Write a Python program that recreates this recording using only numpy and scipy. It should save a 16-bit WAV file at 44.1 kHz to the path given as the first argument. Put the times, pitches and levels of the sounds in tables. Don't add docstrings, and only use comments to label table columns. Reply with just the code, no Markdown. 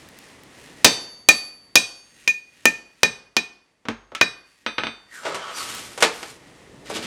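import sys
import numpy as np
from scipy import signal
from scipy.fft import rfft, irfft, next_fast_len
from scipy.io import wavfile
from scipy.ndimage import uniform_filter1d

SR = 44100
rng = np.random.default_rng(int(sys.argv[2]) if len(sys.argv) > 2 else 0)


def dump(signal):
    limited = np.clip(np.atleast_2d(signal).T, -1, 1)
    pcm = np.round(limited * 32767).astype(np.int16)
    wavfile.write(sys.argv[1], SR, pcm)


N = 311343
T = np.arange(N) / SR
AGE = T[:SR]

SETTLE_FROM_S, SETTLE_UNTIL_S, SETTLE_DB = .025, .04, -11
CHOKE_SHARE, CHOKE_S = .3, .01
THUD_DB = -31
SOFT_BLOW_DB, SOFT_DULLING = -5, 4.0
SLEDGE_DULLING = .7
# (frequency [Hz], density [dB per Hz])
CRACK_SPECTRUM = [(40, -23.5), (100, -8), (230, -0.5), (450, 2.5), (800, 0), (1060, 0.5), (2000, -1.5),
                  (2800, 2), (4000, -0.5), (5200, 1.5), (6700, -2), (7500, -7.5), (11000, -15.5),
                  (16000, -26)]
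# (time [s], crack [dB], bass [dB], body [dB], treble [dB], fade [s], punch ring [dB],
# lowest punch modes [dB], sledge ring [dB], anvil ring [dB], nearness to the anvil's edge [0-1])
SLEDGE_BLOWS = [(0.8453, 10.5, -1, -2.5, 0, .0036, -16, 3, -18.5, -17, .7),
                (1.2874, 5.5, -2.5, -2, 1, .0027, -2.5, -1.5, -24.5, -23, .05),
                (1.7553, 5.5, -6.5, -4, .5, .0032, -5.5, -8, -20.5, -32, .1),
                (2.2764, -10, -7, -1.5, -3, .0034, -6.5, -7.5, -35.5, -47, .15),
                (2.655, .5, 1.5, 1.5, -2.5, .0024, -7.5, 5, -33, -45, .35),
                (3.032, -1.5, 2.5, 1.5, -4, .0026, -9.5, .5, -24, -43, .65),
                (3.3665, -4.5, -1, 0, -8.5, .0035, -13.5, -1, -30.5, -49, .7),
                (4.212, -2.5, 1, 9, -17, .0025, -10, 2.5, -22.5, -40.5, .78)]


def blows():
    cracks, rings = np.zeros(N), np.zeros(N)
    settle = undb(np.interp(AGE, [SETTLE_FROM_S, SETTLE_UNTIL_S], [0, SETTLE_DB]))
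    for (s, crack_db, bass_db, body_db, treble_db, fade_s, punch_db,
         lowest_db, sledge_db, anvil_db, edge) in SLEDGE_BLOWS:
        rings *= np.interp(T, [s, s + CHOKE_S], [1, CHOKE_SHARE])
        add(cracks, s, undb(crack_db) * burst(CRACK_SPECTRUM, bass_db, treble_db, fade_s, body_db))
        top_db = SOFT_DULLING * min(crack_db - SOFT_BLOW_DB, 0)
        add(cracks, s, first_tick(crack_db, treble_db, top_db))

        thud_db = THUD_DB + min(crack_db + bass_db, 0)
        add(rings, s, undb(thud_db) * stand(scatter_db=0))
        punch_ring = settle * flutter(rate=100, depth_db=4) * punch(lowest_db)
        add(rings, s, undb(punch_db) * punch_ring)
        high_db = SLEDGE_DULLING * treble_db
        sledge_ring = sledge(lambda hz: high_db * (hz > 6000), scatter_db=1)
        add(rings, s, undb(sledge_db) * flutter(rate=46, depth_db=2.0) * sledge_ring)
        add(rings, s, undb(anvil_db) * flutter(rate=14, depth_db=2.5) * anvil(edge, top_db))
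    return cracks, rings


TICK_DB, TICK_PER_CRACK, TICK_PER_TREBLE, TICK_FADE_S = 2.5, 1.3, .7, .00038
# (frequency [Hz], density [dB per Hz])
TICK_SPECTRUM = [(300, -14.5), (1500, -4), (4000, -1), (8000, 2), (12000, -6), (16000, -5)]


def first_tick(crack_db, treble_db, top_db):
    level_db = TICK_DB + TICK_PER_CRACK * crack_db + TICK_PER_TREBLE * treble_db
    return undb(level_db) * burst(TICK_SPECTRUM, 0, top_db, TICK_FADE_S)


# (frequency [Hz], level [dB], t60 [s])
PUNCH_MODES = [(1809, -9.5, .3), (1831, -21, .2), (2401, -7.5, .22), (2458, -1, .36), (2475, -11, .42),
               (6110, -18, .26), (6713, -25, .3), (6870, -26, .25), (9889, -30, .16), (11530, -38, .4),
               (11990, -37, .3)]


def punch(lowest_db):
    modes = [(hz, db + lowest_db * (hz < 2000), t60) for hz, db, t60 in PUNCH_MODES]
    return ring(modes, scatter_db=0)


# (frequency [Hz], level [dB], t60 [s])
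SLEDGE_MODES = [(2485, -5, .3), (3904, 1.5, .25), (3916, -11, .3), (4657, -7, .24), (5110, -12, .3),
                (5561, -11, .32), (6102, -1.5, .3), (7770, -18, .2), (7880, -20, .35), (8245, -8.5, .34)]


def sledge(tilt_db, scatter_db):
    return ring([(hz, db + tilt_db(hz), t60) for hz, db, t60 in SLEDGE_MODES], scatter_db)


# (frequency [Hz], level struck mid-face [dB], level struck at the edge [dB], t60 [s])
ANVIL_MODES = [(3597, -11, 4.5, .48), (4569, 0, -4, .78), (5880, -20, -11, .6), (10340, -26, -30, .45),
               (11150, -16, -19, .8), (11161, -23, -25, .8)]


def anvil(edge, top_db):
    share = np.clip(edge, 0, 1)
    modes = []
    for hz, mid_db, rim_db, t60 in ANVIL_MODES:
        db = mid_db + share * (rim_db - mid_db) + top_db * (hz > 9000)
        modes.append((hz, db, t60))
    return ring(modes, scatter_db=1.5)


# (frequency [Hz], level [dB], t60 [s])
STAND_MODES = [(48, -21, .9), (97, -28, .55), (110, -8, .16), (228, 0, .2), (270, -3, .13), (310, -6, .12),
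               (450, -4, .1)]


def stand(scatter_db):
    return ring(STAND_MODES, scatter_db)


# (time [s], frequency [Hz], level [dB], t60 [s])
THIN_NOTES = [(.8454, 6500, -45.5, 1.3), (1.7553, 6490, -49, 2.2), (1.7553, 8740, -57, 2.4),
              (3.885, 6500, -57.5, 1), (4.15, 1330, -31, .17), (4.15, 2200, -34, .15)]


def thin_notes():
    out = np.zeros(N)
    for s, hz, db, t60 in THIN_NOTES:
        add(out, s, flutter(rate=20, depth_db=1.5) * ring([(hz, db, t60)], scatter_db=1))
    return out


# (frequency [Hz], density [dB per Hz])
TAP_SPECTRUM = [(60, -17), (230, -3.5), (600, 2), (900, 0), (1280, 4.5), (1900, -1), (3400, -4.5),
                (4700, -14), (6000, -19), (7500, -30.5), (11000, -46), (16000, -54)]
# (time [s], level [dB], bass [dB], treble [dB], fade [s],
# thud [dB], sledge ring [dB], anvil ring [dB])
LIGHT_CONTACTS = [(3.853, -35, 3, 8, .006, -45, -63, -72), (3.885, -14.5, -.5, 12, .0025, -23, -50, -63),
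                  (4.1185, -42, 13.5, 10, 0.0044, -54, -75, -81),
                  (4.149, -16.5, -14, 18, .004, -59, -47, -68),
                  (4.663, -9.5, -6, -6, 0.0029, -34, -34, -40),
                  (4.7815, -11, -5, -20, 0.0042, -34, -34, -48),
                  (4.8354, -12, -4, -11, .0022, -35, -40, -40.5),
                  (4.8684, -14, -7, -17, 0.0023, -35, -40, -53)]


def taps():
    cracks, rings = np.zeros(N), np.zeros(N)
    for s, db, bass_db, treble_db, fade_s, thud_db, sledge_db, anvil_db in LIGHT_CONTACTS:
        add(cracks, s, undb(db) * burst(TAP_SPECTRUM, bass_db, treble_db, fade_s))
        add(rings, s, undb(thud_db) * stand(scatter_db=1.5))
        sledge_ring = sledge(lambda hz: at(hz, [(2500, 9.5), (3900, -2.5), (9000, -12)]), scatter_db=0.5)
        add(rings, s, undb(sledge_db) * sledge_ring)
        add(rings, s, undb(anvil_db) * anvil(edge=1, top_db=-5))
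    return cracks, rings


# (time [s], level [dB])
SCALE_TICKS = [(.088, -35), (.188, -30.5), (.435, -37), (0.926, -33), (5.75, -23), (6.152, -38),
               (6.861, -48), (7.028, -44)]


def ticks():
    spectrum = [(500, -19), (3000, 2.5), (10000, -3.5), (16000, -4)]  # (Hz, dB per Hz)
    out = np.zeros(N)
    for s, db in SCALE_TICKS:
        add(out, s, undb(db) * burst(spectrum, 0, 0, fade_s=0.00067))
    return out


SURGE_RISE_S = .02
POCKET_FORMS_S, POCKET_FIRST_HZ, POCKET_SETTLED_HZ, POCKET_GROW_S = 5.125, 1900, 1220, .07
# (frequency [Hz], density [dB per Hz])
GURGLE_SPECTRUM = [(47, -56), (80, -23), (166, -12), (316, -23), (404, -5), (820, -1), (1340, -3),
                   (1900, -6.5), (3100, -9.5), (3790, -10.5), (8600, -21.5), (14000, -72), (16000, -73)]
SIZZLE_SPECTRUM = [(120, -42), (200, -9.5), (387, -10), (440, -4), (569, -14), (1210, -5), (1480, -4.5),
                   (2860, -3.5), (3190, -4), (9060, -7), (12800, -16.5), (14900, -28), (16000, -44)]
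# (time [s], hold [s], fade [s], boiling [dB], steam pocket [dB], sizzle [dB])
QUENCH_SURGES = [(5.14, .02, .1, -62, -41, -44), (5.255, .02, .2, -33.5, -39.5, -55),
                 (5.44, .08, .05, -47, -44, -56), (5.575, .005, .11, -48, -39, -31),
                 (5.7, .06, .17, -60, -66, -38.5), (6.14, .17, .03, -66, -66, -44)]
# (start [s], end [s], start frequency [Hz], end frequency [Hz], level [dB])
STEAM_JETS = [(5.105, 5.42, 7400, 7450, -54.5), (5.308, 5.578, 3150, 3050, -46.5),
              (5.533, 5.636, 4700, 4400, -37.5), (5.534, 5.616, 5900, 5800, -42),
              (5.601, 5.838, 2600, 3150, -44)]


def quench():
    boil_gain = pocket_gain = sizzle_gain = 0
    for s, hold_s, fade_s, boil_db, pocket_db, sizzle_db in QUENCH_SURGES:
        surge = swell(s, SURGE_RISE_S, hold_s, fade_s)
        boil_gain = boil_gain + undb(boil_db) * surge
        pocket_gain = pocket_gain + undb(pocket_db) * surge
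        sizzle_gain = sizzle_gain + undb(sizzle_db) * surge

    bubbles = unit(colour(grains(rate=2700, spread_db=0.5), GURGLE_SPECTRUM))
    boil = bubbles * undb(0.97 * walk(45)) * boil_gain

    young = np.exp(-np.maximum(T - POCKET_FORMS_S, 0) / POCKET_GROW_S)
    pocket_hz = POCKET_SETTLED_HZ + young * (POCKET_FIRST_HZ - POCKET_SETTLED_HZ)
    steam = whistle(pocket_hz) * pocket_gain
    for start, end, start_hz, end_hz, db in STEAM_JETS:
        progress = np.clip((T - start) / (end - start), 0, 1)
        jet_hz = start_hz + progress * (end_hz - start_hz)
        steam += undb(db) * np.sin(np.pi * progress) * whistle(jet_hz)

    spatter = unit(colour(grains(rate=9000, spread_db=0.5), SIZZLE_SPECTRUM))
    sizzle = spatter * undb(0.73 * walk(60)) * sizzle_gain
    return boil + steam + sizzle


# (frequency [Hz], density [dB per Hz])
CLUNK_SPECTRUM = [(35, -72), (60, -56), (153, -3), (198, -16.5), (448, 7), (527, 3.5), (666, 4), (803, 3),
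                  (1410, -1), (8510, -15.5), (12100, -26.5), (14900, -58), (16000, -74)]
# (time [s], level [dB], bass [dB], treble [dB], fade [s])
FAR_CLUNKS = [(5.252, -27, 1.5, -4, 0.045), (5.345, -23.5, -3.5, 1.5, 0.016), (5.976, -26.5, -1.5, 5, .012),
              (6.005, -23, -10, 6, 0.045), (6.024, -3, -7, 0, .013), (6.229, -21.5, -6.5, -1, 0.0042),
              (6.8988, -31, 8, 8, 0.0096), (6.9862, -34.5, 7, 1, 0.0056)]


def clunks():
    out = np.zeros(N)
    for s, db, bass_db, treble_db, fade_s in FAR_CLUNKS:
        add(out, s, undb(db) * burst(CLUNK_SPECTRUM, bass_db, treble_db, fade_s))
    return out


TWIST_RISE_S, TWIST_FADE_S = .11, .03
DRAG_RISE_S, DRAG_FADE_S = .004, .012
# (frequency [Hz], density [dB per Hz])
TWIST_SPECTRUM = [(400, -24), (1500, -5.5), (1900, 3), (2200, -5.5), (2500, 2), (3000, -4), (6000, -8),
                  (10000, -11), (16000, -28.5)]
DRAG_SPECTRUM = [(47, -44), (80, -13), (222, -4.5), (395, -9.5), (441, -8), (802, -15), (1670, -10.5),
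                 (3540, -10.5), (9190, -21.5), (13700, -35), (16000, -54)]
# (time of full pressure [s], hold [s], level [dB])
PUNCH_TWISTS = [(.02, .3, -57), (.6, .23, -51.5), (2.2, .07, -52.5), (2.59, .06, -58), (3.0, .03, -60),
                (4.52, .13, -63)]
# (time of full pressure [s], hold [s], level [dB])
GRIT_DRAGS = [(6.858, .03, -43), (6.902, .16, -37), (6.952, .015, -33), (7.027, .012, -38)]


def scrape():
    twist_gain = sum(undb(db) * swell(s, TWIST_RISE_S, hold_s, TWIST_FADE_S) for s, hold_s, db in PUNCH_TWISTS)
    drag_gain = sum(undb(db) * swell(s, DRAG_RISE_S, hold_s, DRAG_FADE_S) for s, hold_s, db in GRIT_DRAGS)
    twist = unit(colour(grains(rate=6000, spread_db=3.0), TWIST_SPECTRUM))
    drag = unit(colour(grains(rate=5700, spread_db=0.5), DRAG_SPECTRUM))
    return twist * undb(1.7 * walk(30)) * twist_gain + drag * undb(1.5 * walk(70)) * drag_gain


EARLY_DB, LATE_DB = -6.5, -16.7
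# (frequency [Hz], t60 [s])
ROOM_DECAY = [(100, 0.62), (300, 0.51), (1000, 0.6047), (3000, .5), (6000, 0.506), (14000, 0.31)]
# (frequency [Hz], gain [dB])
ROOM_TONE = [(40, -5.5), (110, 0.5), (230, 4), (600, -1.5), (2500, -3), (6000, -4.5), (10000, -9),
             (12500, -11), (16000, -20)]


def room(x, early_db, late_db):
    hz, s, bins = signal.stft(rng.standard_normal(len(AGE)), SR, nperseg=256)
    fading = bins * np.exp(-np.log(1000) * s / at(hz, ROOM_DECAY)[:, None])
    late = signal.istft(fading, SR)[1][:len(AGE)] * np.clip(AGE / 0.017, 0, 1)
    early = rng.standard_normal(len(AGE)) * np.exp(-AGE / .02) * np.clip(AGE / 0.0054, 0, 1)
    early = even(early, 30)
    response = undb(early_db) * unit(early) + undb(late_db) * unit(late)
    fade_out = np.clip((AGE[-1] - AGE) * 10 - 2, 0, 1)
    response = colour(response, ROOM_TONE) * fade_out / np.sqrt(len(AGE))
    return signal.fftconvolve(x, response)[:N]


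RUSH_DB, SINK_DB, SINK_HOLD_S, RETURN_S = -48.5, 19.5, .35, 1.0
# (frequency [Hz], density [dB per Hz])
RUSH_SPECTRUM = [(15, -44), (25, -4.5), (114, -3), (217, -4), (285, -1), (317, -5), (1100, -8),
                 (1560, -11.5), (1890, -5), (2350, -11.5), (2550, -11), (3720, -14.5), (9320, -21),
                 (14000, -38), (16000, -44)]


def rush():
    low = colour(rng.standard_normal(N), [(500, 3), (1500, -17.5), (5000, -65)]) * undb(2.2 * walk(9.2))
    high = colour(rng.standard_normal(N), [(200, -17.5), (800, -1)]) * undb(0.94 * walk(21))
    times = [blow[0] for blow in SLEDGE_BLOWS]
    sunk = np.sqrt(np.searchsorted(times, T) / len(times))
    returned = np.clip((T - times[-1] - SINK_HOLD_S) / RETURN_S, 0, 1)
    return unit(colour(low + high, RUSH_SPECTRUM)) * undb(RUSH_DB - SINK_DB * sunk * (1 - returned))


def burst(spectrum, bass_db, treble_db, fade_s, body_db=0):
    hz = np.fft.rfftfreq(len(AGE), 1 / SR)
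    shape = unit(undb(at(hz, spectrum)))
    shape = shape * undb(at(hz, [(700, bass_db), (2600, 0), (4500, 0), (9000, treble_db)]))
    shape = shape * undb(at(hz, [(850, 0), (1500, body_db), (3200, 0)]))
    noise = even(rng.standard_normal(len(AGE)) * np.exp(-AGE / fade_s), 200)
    sound = np.roll(irfft(rfft(noise) * shape, len(AGE)), 20)
    return sound * np.clip(AGE / .0004, 0, 1) * (AGE < .5)


def ring(modes, scatter_db):
    out = 0
    for hz, db, t60 in modes:
        size = undb(db + scatter_db * rng.standard_normal()) * rng.choice([-1, 1])
        out = out + size * np.exp(-np.log(1000) * AGE / t60) * np.sin(2 * np.pi * hz * AGE)
    return out


def flutter(rate, depth_db):
    return undb(depth_db * np.tanh(walk(rate)[:len(AGE)]) * np.clip(AGE / 0.028, 0, 1))


def whistle(hz):
    wander = unit(colour(rng.standard_normal(N), [(90, -0.5), (200, -7), (600, -24), (2000, -70)]))
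    return unit(wander * np.sin(2 * np.pi * np.cumsum(hz) / SR))


def grains(rate, spread_db):
    chance, size, sign = rng.random(N), rng.exponential(size=N), rng.standard_normal(N)
    return unit((chance < rate / SR) * undb(spread_db * np.minimum(size, 4)) * sign)


def walk(rate):
    step = max(int(SR / rate), 1)
    held = np.repeat(rng.standard_normal(N // step + 1), step)
    return np.sqrt(2) * uniform_filter1d(held, 2 * step)[:N]


def swell(s, rise_s, hold_s, fade_s):
    return np.exp(np.clip(np.minimum((T - s) / rise_s, (s + hold_s - T) / fade_s), -30, 0))


def colour(x, points):
    size = next_fast_len(len(x))
    gain = undb(at(np.fft.rfftfreq(size, 1 / SR), points))
    return irfft(rfft(x, size) * gain, size)[:len(x)]


def even(x, width_hz):
    bins = rfft(x)
    power = uniform_filter1d(np.abs(bins) ** 2, int(width_hz * len(x) / SR))
    return irfft(bins * np.sqrt(np.mean(power) / power), len(x))


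def at(hz, points):
    f, value = np.transpose(points)
    return np.interp(np.log(np.maximum(hz, 1)), np.log(f), value)


def undb(db):
    return 10 ** (np.asarray(db) / 20)


def unit(x):
    return x / np.sqrt(np.mean(x ** 2))


def add(track, s, sound):
    i = int(s * SR)
    track[i:i + len(sound)] += sound[:N - i]


def scene():
    blow_cracks, blow_rings = blows()
    tap_cracks, tap_rings = taps()
    rings = blow_rings + thin_notes() + tap_rings
    near = blow_cracks + ticks()
    far = clunks()
    handling = undb(-0.5) * (quench() + scrape())
    send = near + undb(6) * tap_cracks + undb(6) * far + undb(3.5) * handling + undb(-11) * rings
    direct = near + tap_cracks + rings + far + handling
    return (direct + room(send, EARLY_DB, LATE_DB) + rush())[None]


TOP_HZ = 16800


def record(dry):
    thinned = signal.sosfilt(signal.butter(1, 70, "high", fs=SR, output="sos"), dry)
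    clipped = np.clip(thinned, -1, 1)
    return signal.sosfilt(signal.ellip(8, .2, 60, TOP_HZ, fs=SR, output="sos"), clipped)


dry = scene()
out = record(dry)
dump(out)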